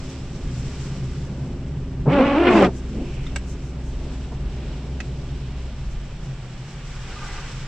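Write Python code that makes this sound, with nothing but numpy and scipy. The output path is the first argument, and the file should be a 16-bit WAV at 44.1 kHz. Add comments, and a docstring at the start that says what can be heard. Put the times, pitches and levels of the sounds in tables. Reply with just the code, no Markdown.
"""Inside a small car rolling slowly along a wet street at night: the engine drones, then drops to idle.
The road rumbles and booms in the cabin as filtered noise; the engine is a firing tone plus overtones.
Tyres hiss on the water, and an oncoming car sprays past near the end: noise that swells and fades.
The wipers make one sweep: two rubber blades judder loudly up the glass, as stick-slip tones with a
scrape at every slip, then slide back softly and park with a click. A thin squeal comes near the end."""
import sys
import numpy as np
from scipy import signal
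from scipy.fft import rfft, irfft
from scipy.io import wavfile
from scipy.ndimage import uniform_filter1d

SR = 44100
rng = np.random.default_rng(int(sys.argv[2]) if len(sys.argv) > 2 else 0)


def materialize(psi):
    """Save the field psi as 16-bit PCM at rate SR to the path in sys.argv[1].

    A 1-D psi becomes a single channel; in a 2-D psi each row is a channel.
    """
    bounded = np.clip(np.atleast_2d(psi).T, -1, 1)
    quanta = np.round(bounded * 32767).astype(np.int16)
    wavfile.write(sys.argv[1], SR, quanta)


N = 338245
TIME = np.arange(N) / SR  # seconds
BINS = np.fft.rfftfreq(N, 1 / SR)  # Hz


def amp(db):
    """Turn decibels into a gain."""
    return 10 ** (np.asarray(db) / 20)


def unit(x):
    """Scale to an rms (average strength) of 1."""
    return x / np.sqrt(np.mean(abs(x) ** 2) + 1e-20)


def read(points, hz):
    """Look up a spectrum's value at hz, on a log-frequency axis."""
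    f, value = np.transpose(points)
    return np.interp(np.log(hz + 1), np.log(f + 1), value)


def curves(rows):
    """Join the points of every column of a table with straight lines, sample by sample."""
    s, *columns = np.transpose(rows)
    return [np.interp(TIME, s, column) for column in columns]


def during(rows):
    """A gate with soft edges, open over the time that a table covers."""
    is_open = (TIME > rows[0][0]) & (TIME < rows[-1][0])
    return uniform_filter1d(1. * is_open, size=300)


def swell(s, half_s, db):
    """A smooth rise and fall around time s."""
    return amp(db) * np.exp(-((TIME - s) / half_s) ** 2)


def ramp(s, length):
    """Climb from 0 at time s to 1 after length seconds."""
    return np.clip((TIME - s) / length, 0, 1)


def thud(s, rise_s, db):
    """The level of a quick push that peaks after rise_s and dies away."""
    u = np.maximum(TIME - s, 0) / rise_s
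    return amp(db) * u * np.exp(1 - u)


def wander(hz):
    """A slow random curve of rms 1 that varies up to about hz."""
    s = np.arange(0, 8, 1 / 2000)
    f = np.fft.rfftfreq(len(s), s[1])
    slow = irfft(rfft(rng.standard_normal(len(s))) / (1 + (f / hz) ** 4))
    return np.interp(TIME, s, unit(slow))


def colour(x, spectrum):
    """Filter by a spectrum that falls away beyond its last point; white noise keeps its level."""
    fall = np.maximum(BINS / spectrum[-1][0], 1) ** 2
    gain = amp(read(spectrum, BINS)) / fall
    return irfft(rfft(x) * unit(gain), N)


def pair(x, likeness):
    """Mix two unrelated signals into left and right with the given likeness."""
    angle = np.arccos(np.clip(read(likeness, BINS), -1, 1)) / 2
    mid, side = rfft(x) * np.array([np.cos(angle), np.sin(angle)])
    return irfft(np.array([mid + side, mid - side]), N)


# How alike left and right are in the cabin: f/Hz, likeness (1 = the same, 0 = unrelated)
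LIKENESS = [(60, 1), (250, .99), (500, 0.98), (1000, 0.96), (2000, 0.71), (3500, 0.52), (6000, -0.026),
            (12000, 0.11)]


def cabin_noise(spectrum, grain_db=0):
    """Noise from all around, reaching the two microphones; grain makes its level spatter."""
    grains = rng.standard_normal((2, N)) * amp(grain_db * wander(400))
    return colour(pair(unit(grains), LIKENESS), spectrum)


def cabin_echo(x, t60):
    """Dense short reflections off glass and trim, different at each microphone; t60 s to fall 60 dB."""
    t = np.arange(SR // 4) / SR
    tail = rng.standard_normal((2, len(t))) * amp(-60 * t / t60) * (t > .001)
    return signal.fftconvolve(x[None], tail / np.linalg.norm(tail[0]), axes=1)[:, :N]


# Road noise before it sways, easing as the car slows: t/s, rumble level/dB, boom level/dB, tread level/dB
ROAD = [(0, -33.5, -44, -43.5), (.45, -35.5, -35, -45), (1.4, -32, -31, -43), (1.65, -34.5, -35.5, -44.5),
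        (3.5, -34.5, -39.5, -45), (4.6, -35.5, -37, -41.5), (5.6, -33.5, -36.5, -45), (6.45, -36, -36, -48),
        (7.67, -36.5, -40.5, -49.5)]
# Low swells: dips in the road, and at 2.02 s the wiper linkage starting with a low thump:
# t/s, half length/s, added rumble level/dB, added boom level/dB
LOW_SWELLS = [(0.467, 0.061, 7, -2), (1.81, 0.073, 6.5, 3), (2.02, 0.052, 5, 10.5), (5.978, .08, 4.5, -0.5),
              (6.26, 0.063, 5, 3.5), (7.577, 0.066, 6.5, 3.5)]
# Colours of the body rumble, tyre boom and tread roar: f/Hz, relative level/dB (per Hz)
RUMBLE = [(8, -9), (18, 11.5), (30, 0.5), (41, 13), (50, 5), (70, 0), (88, 1), (105, 0), (160, -54.5)]
BOOM = [(85, -37.5), (112, -6.5), (127, 10), (142, 7), (155, 3), (172, -5), (195, -4), (240, -26.5),
        (330, -47.5)]
TREAD = [(130, -45.5), (220, 8.5), (280, -3), (370, 1.5), (450, -6.5), (560, -3), (720, -8.5),
         (1000, -12.5), (2000, -37.5)]
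ROAD_SWELL_DB, ROAD_SWELL_HZ = 1.44, 2.7


def road():
    """Body rumble, tyre boom and tread roar sway with the uneven surface; low swells add to the first two."""
    rumble_db, boom_db, tread_db = curves(ROAD)
    for s, half_s, more_rumble_db, more_boom_db in LOW_SWELLS:
        shape = swell(s, half_s, 0)
        rumble_db = rumble_db + more_rumble_db * shape
        boom_db = boom_db + more_boom_db * shape
    out = np.zeros((2, N))
    for db, tone in [(rumble_db, RUMBLE), (boom_db, BOOM), (tread_db, TREAD)]:
        level = amp(db + ROAD_SWELL_DB * wander(ROAD_SWELL_HZ))
        out += level * cabin_noise(tone)
    return out


# The engine slows gently, then falls to idle as the clutch opens: t/s, firing f/Hz (before it wavers)
FIRING = [(0, 70.2), (1.3, 67.9), (2, 66.2), (2.8, 63.6), (3.5, 62.6), (5.6, 62), (5.77, 61), (6, 53),
          (6.25, 41), (7.35, 29)]
# Engine load: t/s, firing tone level/dB, overtones level/dB (before they waver)
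LOAD = [(0, -40, -38.5), (.9, -34, -37.5), (1.8, -35, -37), (3, -32, -38), (5.5, -32.5, -41),
        (5.85, -34, -50.5), (6.2, -38, -58), (6.6, -58, -51), (7.3, -38, -60)]
# How the car body passes on the engine's overtones: f/Hz, level/dB
ENGINE_BODY = [(110, -18), (135, -1), (155, -11), (175, -12), (190, -9), (235, -22), (260, -3.5),
               (282, -20), (310, -22), (355, -14.5), (385, -20.5), (412, -15.5), (460, -33), (560, -26.5)]
# Before the fall to idle the drivetrain shunts, rocking the firing rate
SHUNT_FROM_S, SHUNT_TO_S, SHUNTS_PER_S, SHUNT_DEPTH_HZ = 4.055, 5.69, 3.06, 1.8


def engine():
    """Four firings a cycle make a strong tone; the cycle's multiples slide through body resonances."""
    shunting = (TIME > SHUNT_FROM_S) & (TIME < SHUNT_TO_S)
    rocking = shunting * np.sin(2 * np.pi * SHUNTS_PER_S * (TIME - SHUNT_FROM_S))
    firing_hz = curves(FIRING)[0] - SHUNT_DEPTH_HZ * rocking
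    tone_db, overtones_db = curves(LOAD)
    cycle_hz = firing_hz * (1 + .0015 * wander(6)) / 4
    cycle = np.cumsum(cycle_hz) / SR
    tone = np.sin(2 * np.pi * 4 * cycle)
    overtones = np.zeros(N)
    for k in range(6, 34):
        waver_db = 2.6 * wander(4)
        level = amp(read(ENGINE_BODY, k * cycle_hz) + waver_db)
        overtones += level * np.sin(2 * np.pi * (k * cycle + rng.random()))
    tone_level = amp(tone_db + 1.8 * wander(10))
    return np.sqrt(2) * (tone_level * tone + amp(overtones_db) * overtones)


# Wheels bump over seams in the road: t/s, level/dB
BUMPS = [(3.31, -43), (3.79, -55), (4.11, -52), (4.31, -40.5)]
# Colour of a bump, also used when the wiper blades break loose: f/Hz, relative level/dB (per Hz)
BUMP_TONE = [(60, 1), (200, 0), (450, -1), (750, 0), (1150, -8), (1700, -17), (5000, -62)]


def bumps():
    """Dull thuds that come up through the suspension, as short pushes of low noise."""
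    return sum(thud(s, 0.015, db) for s, db in BUMPS) * cabin_noise(BUMP_TONE)


def resonances(modes):
    """Narrow resonances, each stirred by its own uneven churning."""
    out = 0
    for hz, width, db in modes:
        response = 1 / (1 + 2j * (BINS - hz) / width) ** 2
        ring = irfft(rfft(rng.standard_normal(N)) * response, N)
        out += amp(db + 3.3 * wander(14)) * unit(ring)
    return unit(out)


# Swells of water noise: wet stretches of road, and near 3.1 s the wipers' return swish:
# t/s (middle), half length/s, swish level/dB, sizzle level/dB, spray level/dB
WATER_SWELLS = [(.04, 0.24, -48.5, -53, -49.5), (0.777, 0.66, -47.5, -63, -49.5),
                (0.772, 0.24, -49.5, -66, -48.5), (3.105, 0.67, -52.5, -62, -54),
                (4.127, 0.33, -52.5, -55.5, -55), (4.657, 0.22, -49, -52.5, -57.5),
                (5.394, 1, -56, -54, -59)]
# Brief spurts of water: t/s, level/dB, half length/s
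SPURTS = [(0.103, -49, 0.016), (.6, -49, .02), (.83, -52, .04), (2.775, -51.5, 0.032), (3.505, -49, 0.039),
          (3.656, -55.5, 0.042), (3.88, -56, .05), (5.92, -55, .025), (6.254, -55.5, 0.019)]
# Colours of the swish, a thin film's sizzle, the spray and a spurt: f/Hz, relative level/dB (per Hz)
SWISH = [(300, 2), (560, 1.5), (640, -7.5), (750, 2.5), (1090, -0.5), (1180, 4.5), (1280, -0.5),
         (1420, 2.5), (1800, 0), (2400, 0.5), (2900, 0.5), (3600, -4.5), (5000, -9.5), (8000, -39.5)]
SIZZLE = [(1200, -24), (2400, -3.5), (3100, -1.5), (3900, -3), (5500, -9.5), (8000, -35)]
SPRAY = [(2000, -20.5), (3500, -1.5), (4300, -1.5), (5200, 1.5), (5800, 1), (6400, -6), (7000, -2.5),
         (7850, -1.5), (8300, -11.5), (9200, -18), (10200, -27), (15000, -38)]
SPURT_TONE = [(3500, -21), (5500, 5), (7800, 3), (9000, -8), (11000, -22), (14500, -23)]
# Resonances of the puddle's gurgle: f/Hz, width/Hz, relative level/dB (before it wavers)
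GURGLE = [(840, 93, 0), (1177, 46, -3), (1410, 90, 0), (1550, 120, 0.5), (1995, 85, -0.5)]
# Steady hiss of the tyres on the wet road
SWISH_DB, SPRAY_DB = -51, -59
# The oncoming car: when it is closest, seconds it takes to cover its closest distance, levels it adds then
PASS_S, PASS_WIDTH_S, PASS_SWISH_DB, PASS_SPRAY_DB = 7.37, 0.31, -39.5, -44.5
# It runs through a puddle as it passes
PUDDLE_S, PUDDLE_HALF_S, PUDDLE_DB = 7.31, 0.14, -41


def water():
    """Water swishes, sizzles and sprays, more in its swells and as a car passes; a puddle gurgles."""
    # power falls with the square of the other car's distance
    nearness = 1 / (1 + ((TIME - PASS_S) / PASS_WIDTH_S) ** 2)
    swish_power = amp(SWISH_DB) ** 2 + nearness * amp(PASS_SWISH_DB) ** 2
    spray_power = amp(SPRAY_DB) ** 2 + nearness * amp(PASS_SPRAY_DB) ** 2
    sizzle_power = np.zeros(N)
    for s, half_s, swish_db, sizzle_db, spray_db in WATER_SWELLS:
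        swish_power += swell(s, half_s, swish_db) ** 2
        sizzle_power += swell(s, half_s, sizzle_db) ** 2
        spray_power += swell(s, half_s, spray_db) ** 2
    swish = np.sqrt(swish_power) * amp(0.5 * wander(22)) * cabin_noise(SWISH, grain_db=-0.2)
    sizzle = np.sqrt(sizzle_power) * amp(1.1 * wander(18)) * cabin_noise(SIZZLE, grain_db=0.7)
    spray = np.sqrt(spray_power) * amp(1.0 * wander(18)) * cabin_noise(SPRAY, grain_db=1.0)
    spurts = sum(swell(s, half_s, db) for s, db, half_s in SPURTS) * cabin_noise(SPURT_TONE)
    puddle = swell(PUDDLE_S, PUDDLE_HALF_S, PUDDLE_DB) * resonances(GURGLE)
    return swish + sizzle + spray + spurts + puddle


# A faint squeal comes and goes, probably a brake: t/s, level/dB, half length/s
SQUEALS = [(7.172, -43, 0.017), (7.235, -39.5, 0.022), (7.385, -42, .016)]
SQUEAL_HZ, SQUEAL_WAVER = 1210, .007  # the waver is a share of the pitch


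def squeal():
    """One thin, slightly wavering tone that catches and lets go."""
    turns = np.cumsum(SQUEAL_HZ * (1 + SQUEAL_WAVER * wander(40))) / SR
    level = sum(swell(s, half_s, db) for s, db, half_s in SQUEALS)
    return level * np.sqrt(2) * np.sin(2 * np.pi * turns)


# Clicks of small plastic parts: t/s, level/dB, rebound after/s, crack relative level/dB, then four ringing #
# tones, each f/Hz, relative level/dB
CLICKS = [(3.266, -35.5, 0.0061, -7, 1310, -5, 2100, -6, 3090, -14, 3620, 1),
          (3.36, -28, 0.0031, 0.5, 1604, 1.5, 2250, -1, 2760, -0.5, 7840, 0.74),
          (5.0025, -30.5, 0.0025, -2.5, 1310, -9, 1640, -4, 1920, 1, 2560, 1)]
# Colour of the crack: f/Hz, relative level/dB (per Hz)
CRACK = [(300, 9), (1000, 0.5), (2200, 4), (3200, 0.5), (5000, -1), (6800, -3.5), (8000, -11), (9300, -20),
         (11000, -40), (15000, -42)]


def clicks():
    """Small parts knock together, crack, rebound once and ring briefly."""
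    out = np.zeros((2, N))
    for s, db, rebound, crack_db, *rings in CLICKS:
        t = np.maximum(TIME - s, 0)
        first_contact = (t > 0) * amp(-60 * t / 0.057)
        second_contact = .5 * (t > rebound) * amp(-60 * abs(t - rebound) / 0.051)
        push = t / 0.00014
        knock = 6 * push * np.exp(-push)
        crack = amp(crack_db) * (knock + (first_contact + second_contact) * cabin_noise(CRACK))
        # the ring builds up at once, holds until the rebound, then dies
        ring_level = (1 - np.exp(-t / 0.00051)) * amp(-60 * np.maximum(t - rebound, 0) / 0.022)
        tones = np.zeros(N)
        for hz, ring_db in zip(rings[::2], rings[1::2]):
            tones += amp(ring_db) * np.sin(2 * np.pi * (hz * t + rng.random()))
        ring = ring_level * tones
        out += amp(db) * (crack + ring + amp(-7.0) * cabin_echo(ring, t60=.1))
    return out


# Overtones of a blade as the windscreen passes them on: f/Hz, level/dB
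BLADE_TONE = [(130, 3), (250, -3.5), (340, 1.5), (400, 1.5), (460, -8), (550, -1), (650, -7), (850, -7),
              (1000, -11.5), (1150, -9), (1500, -23), (2000, -23.5), (2600, -17), (3500, -40)]


def blade(rows, dull_db):
    """A rubber lip sticks and slips unevenly; returns its groan and the bursts of its slips."""
    hz, level_db, rough = curves(rows)
    turns = np.cumsum(hz * (1 + .14 * rough * wander(140))) / SR
    level = amp(level_db + 3.7 * rough * wander(70)) * during(rows)
    # the slips sharpen as the blade gathers speed: overtones lose fewer dB per octave
    slope_db = dull_db + np.interp(TIME - rows[0][0], [0, .09], [4.5, 0])
    groan = np.zeros(N)
    for k in np.arange(1, 11):
        # the lip grips differently along its length, so the higher overtones flutter more
        flutter_db = (1.6 + .2 * k) * wander(35)
        overtone = amp(read(BLADE_TONE, k * hz) - slope_db * np.log2(k) + flutter_db)
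        groan += overtone * np.cos(2 * np.pi * (k * turns + rng.random()))
    slips = np.exp(-(turns % 1) / 0.71)
    return level * groan, level * slips


# A blade judders lightly on the way back: t/s, slips f/Hz, level/dB, roughness (0-1)
RETURN_BLADE = [(2.92, 170, -42, .4), (2.945, 180, -32, 0.37), (3.01, 262, -30.5, 0.32),
                (3.06, 320, -45, 0.37), (3.1, 360, -38, 0), (3.13, 360, -59, .3)]
# Colours of the rubber's murmur and of the slide through water: f/Hz, relative level/dB (per Hz)
RETURN_TONE = [(130, -26), (200, 5), (280, 4), (380, -4), (520, -8.5), (750, -21), (1100, -43), (2000, -51)]
RETURN_SWISH = [(1200, -27), (2100, -5.5), (2700, 1), (3100, -4.5), (3800, -15), (6000, -37)]
# The blades flip over, murmur at full speed, then swish down through the water
FLIP_S, FLIP_HALF_S, FLIP_DB = 2.7, 0.06, -32
MURMUR_S, MURMUR_HALF_S, MURMUR_DB = 2.995, 0.076, -29.5
SLIDE_S, SLIDE_HALF_S, SLIDE_DB = 3.17, 0.21, -48.5


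def wipers_return():
    """The blades flip over and slide back on the wiped glass with a soft, rising judder."""
    flip = swell(FLIP_S, FLIP_HALF_S, FLIP_DB)
    murmur = swell(MURMUR_S, MURMUR_HALF_S, MURMUR_DB)
    rubber = (flip + murmur) * cabin_noise(RETURN_TONE)
    slide = swell(SLIDE_S, SLIDE_HALF_S, SLIDE_DB) * cabin_noise(RETURN_SWISH)
    groan = blade(RETURN_BLADE, dull_db=7.5)[0]
    return groan + rubber + slide


# The upstroke: the blades start, bite harder near the top, and stop
STROKE_START_S, BITE_S, BITE_RISE_S, STROKE_STOP_S = 2.057, 2.455, 0.089, 2.659


def stroke(level_db, bite_db, lag_s, attack_s, release_s):
    """Level of one part of the scrape: it builds, holds, steps up at the bite and dies at the stop."""
    release_db = -60 * np.maximum(TIME - STROKE_STOP_S, 0) / release_s
    level = amp(level_db + bite_db * ramp(BITE_S, BITE_RISE_S) + release_db)
    return ramp(STROKE_START_S + lag_s, attack_s) * level


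# Stick-slip of each blade: t/s, slips f/Hz, level/dB, roughness (0-1)
LONG_BLADE = [(2.058, 205, -19.5, .4), (2.135, 288, -17, .25), (2.215, 265, -12.5, 0.23),
              (2.255, 282, -20.5, .25), (2.345, 280, -18, .25), (2.415, 349, -16, .3),
              (2.545, 358, -17, .35), (2.65, 245, -15, .7), (2.68, 228, -35, .5)]
SHORT_BLADE = [(2.058, 135.9, -30.5, .3), (2.078, 135.7, -15, 0.4), (2.14, 185.6, -25.5, .6),
               (2.2, 232, -16, .65), (2.31, 234.5, -22.5, .5), (2.425, 315.1, -21.5, 0.443),
               (2.49, 237.8, -11.5, .35), (2.62, 197.1, -12.5, .4), (2.695, 173.7, -26, 0.31)]
# Colours of the scrape's body and rasp: f/Hz, relative level/dB (per Hz)
SCRAPE_BODY = [(90, -36), (180, 7.5), (400, 12), (600, 6.5), (800, 3), (1100, -6), (1500, -28), (2500, -61)]
SCRAPE_RASP = [(700, -8.5), (1200, 1.5), (1500, 1), (1900, -2), (2300, -0.5), (2800, -3.5), (3400, -10.5),
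               (4200, -18.5), (5500, -31), (8000, -82)]
# The blades break loose with a thump, and rasp for a moment as they bite
GRAB_RISE_S, GRAB_DB = 0.021, -27.5
SURGE_S, SURGE_HALF_S, SURGE_DB = 2.48, .02, -30


def wipers():
    """Both blades break loose and judder up the windscreen, scraping at every slip."""
    groan, slips = np.add(blade(LONG_BLADE, dull_db=2.3), blade(SHORT_BLADE, dull_db=3.5))
    # even out the slips' loudness, keeping only their pulsing
    slip_loudness = np.sqrt(abs(uniform_filter1d(slips ** 2, size=500)) + 1e-8)
    bursts = 0.45 + slips / slip_loudness
    likeness = [(300, 1.0), (1000, 0.85), (2500, 0.82), (5000, .3)]
    grit = pair(rng.standard_normal((2, N)), likeness)
    # each slip partly repeats the one before, which bands the scrape at the judder's pitch
    slip_hz = curves(LONG_BLADE)[0]
    previous = np.array([np.interp(TIME - 1 / slip_hz, TIME, side) for side in grit])
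    grit = unit(grit + .65 * previous) * bursts * amp(.9 * wander(60))

    body_level = stroke(level_db=-30.5, bite_db=8, lag_s=0, attack_s=0.011, release_s=0.2)
    rasp_level = stroke(level_db=-31.5, bite_db=3.0, lag_s=0.018, attack_s=0.057, release_s=0.068)
    fizz_level = stroke(level_db=-58.0, bite_db=12, lag_s=0.036, attack_s=.025, release_s=.08)
    surge = swell(SURGE_S, SURGE_HALF_S, SURGE_DB)
    body = body_level * colour(grit, SCRAPE_BODY)
    rasp = (rasp_level + surge) * colour(grit, SCRAPE_RASP)
    fizz = fizz_level * colour(grit, SPRAY)
    grab = thud(STROKE_START_S, GRAB_RISE_S, GRAB_DB) * cabin_noise(BUMP_TONE)
    echo = amp(-22.5) * cabin_echo(groan, t60=0.078)
    return grab + groan + echo + body + rasp + fizz


def scene():
    """Everything as heard from behind the windscreen."""
    surroundings = road() + engine() + bumps() + water() + squeal()
    return surroundings + clicks() + wipers_return() + wipers()


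# The microphone ports colour the treble differently: f/Hz, level/dB
LEFT_PORT = [(1500, 0), (3000, -2), (5000, -4.5), (6300, 0.5), (7200, 2.5), (7900, 2), (9300, 1.5),
             (11000, 2)]
RIGHT_PORT = [(1500, 0), (3000, 0.5), (5000, -0.5), (6300, 2), (7200, -6.5), (7900, -13), (9300, -8.5),
              (11000, -2)]
EDGE_HZ = 15100


def record(dry):
    """Each microphone port colours its side, then a low-pass filter removes the top of the treble."""
    ports = amp([read(LEFT_PORT, BINS), read(RIGHT_PORT, BINS)])
    heard = irfft(rfft(dry) * ports, N)
    low_pass = signal.firwin(511, EDGE_HZ, window=("kaiser", 9), fs=SR)
    return signal.oaconvolve(heard, low_pass[None], "same")


dry = scene()
out = record(dry)
materialize(out)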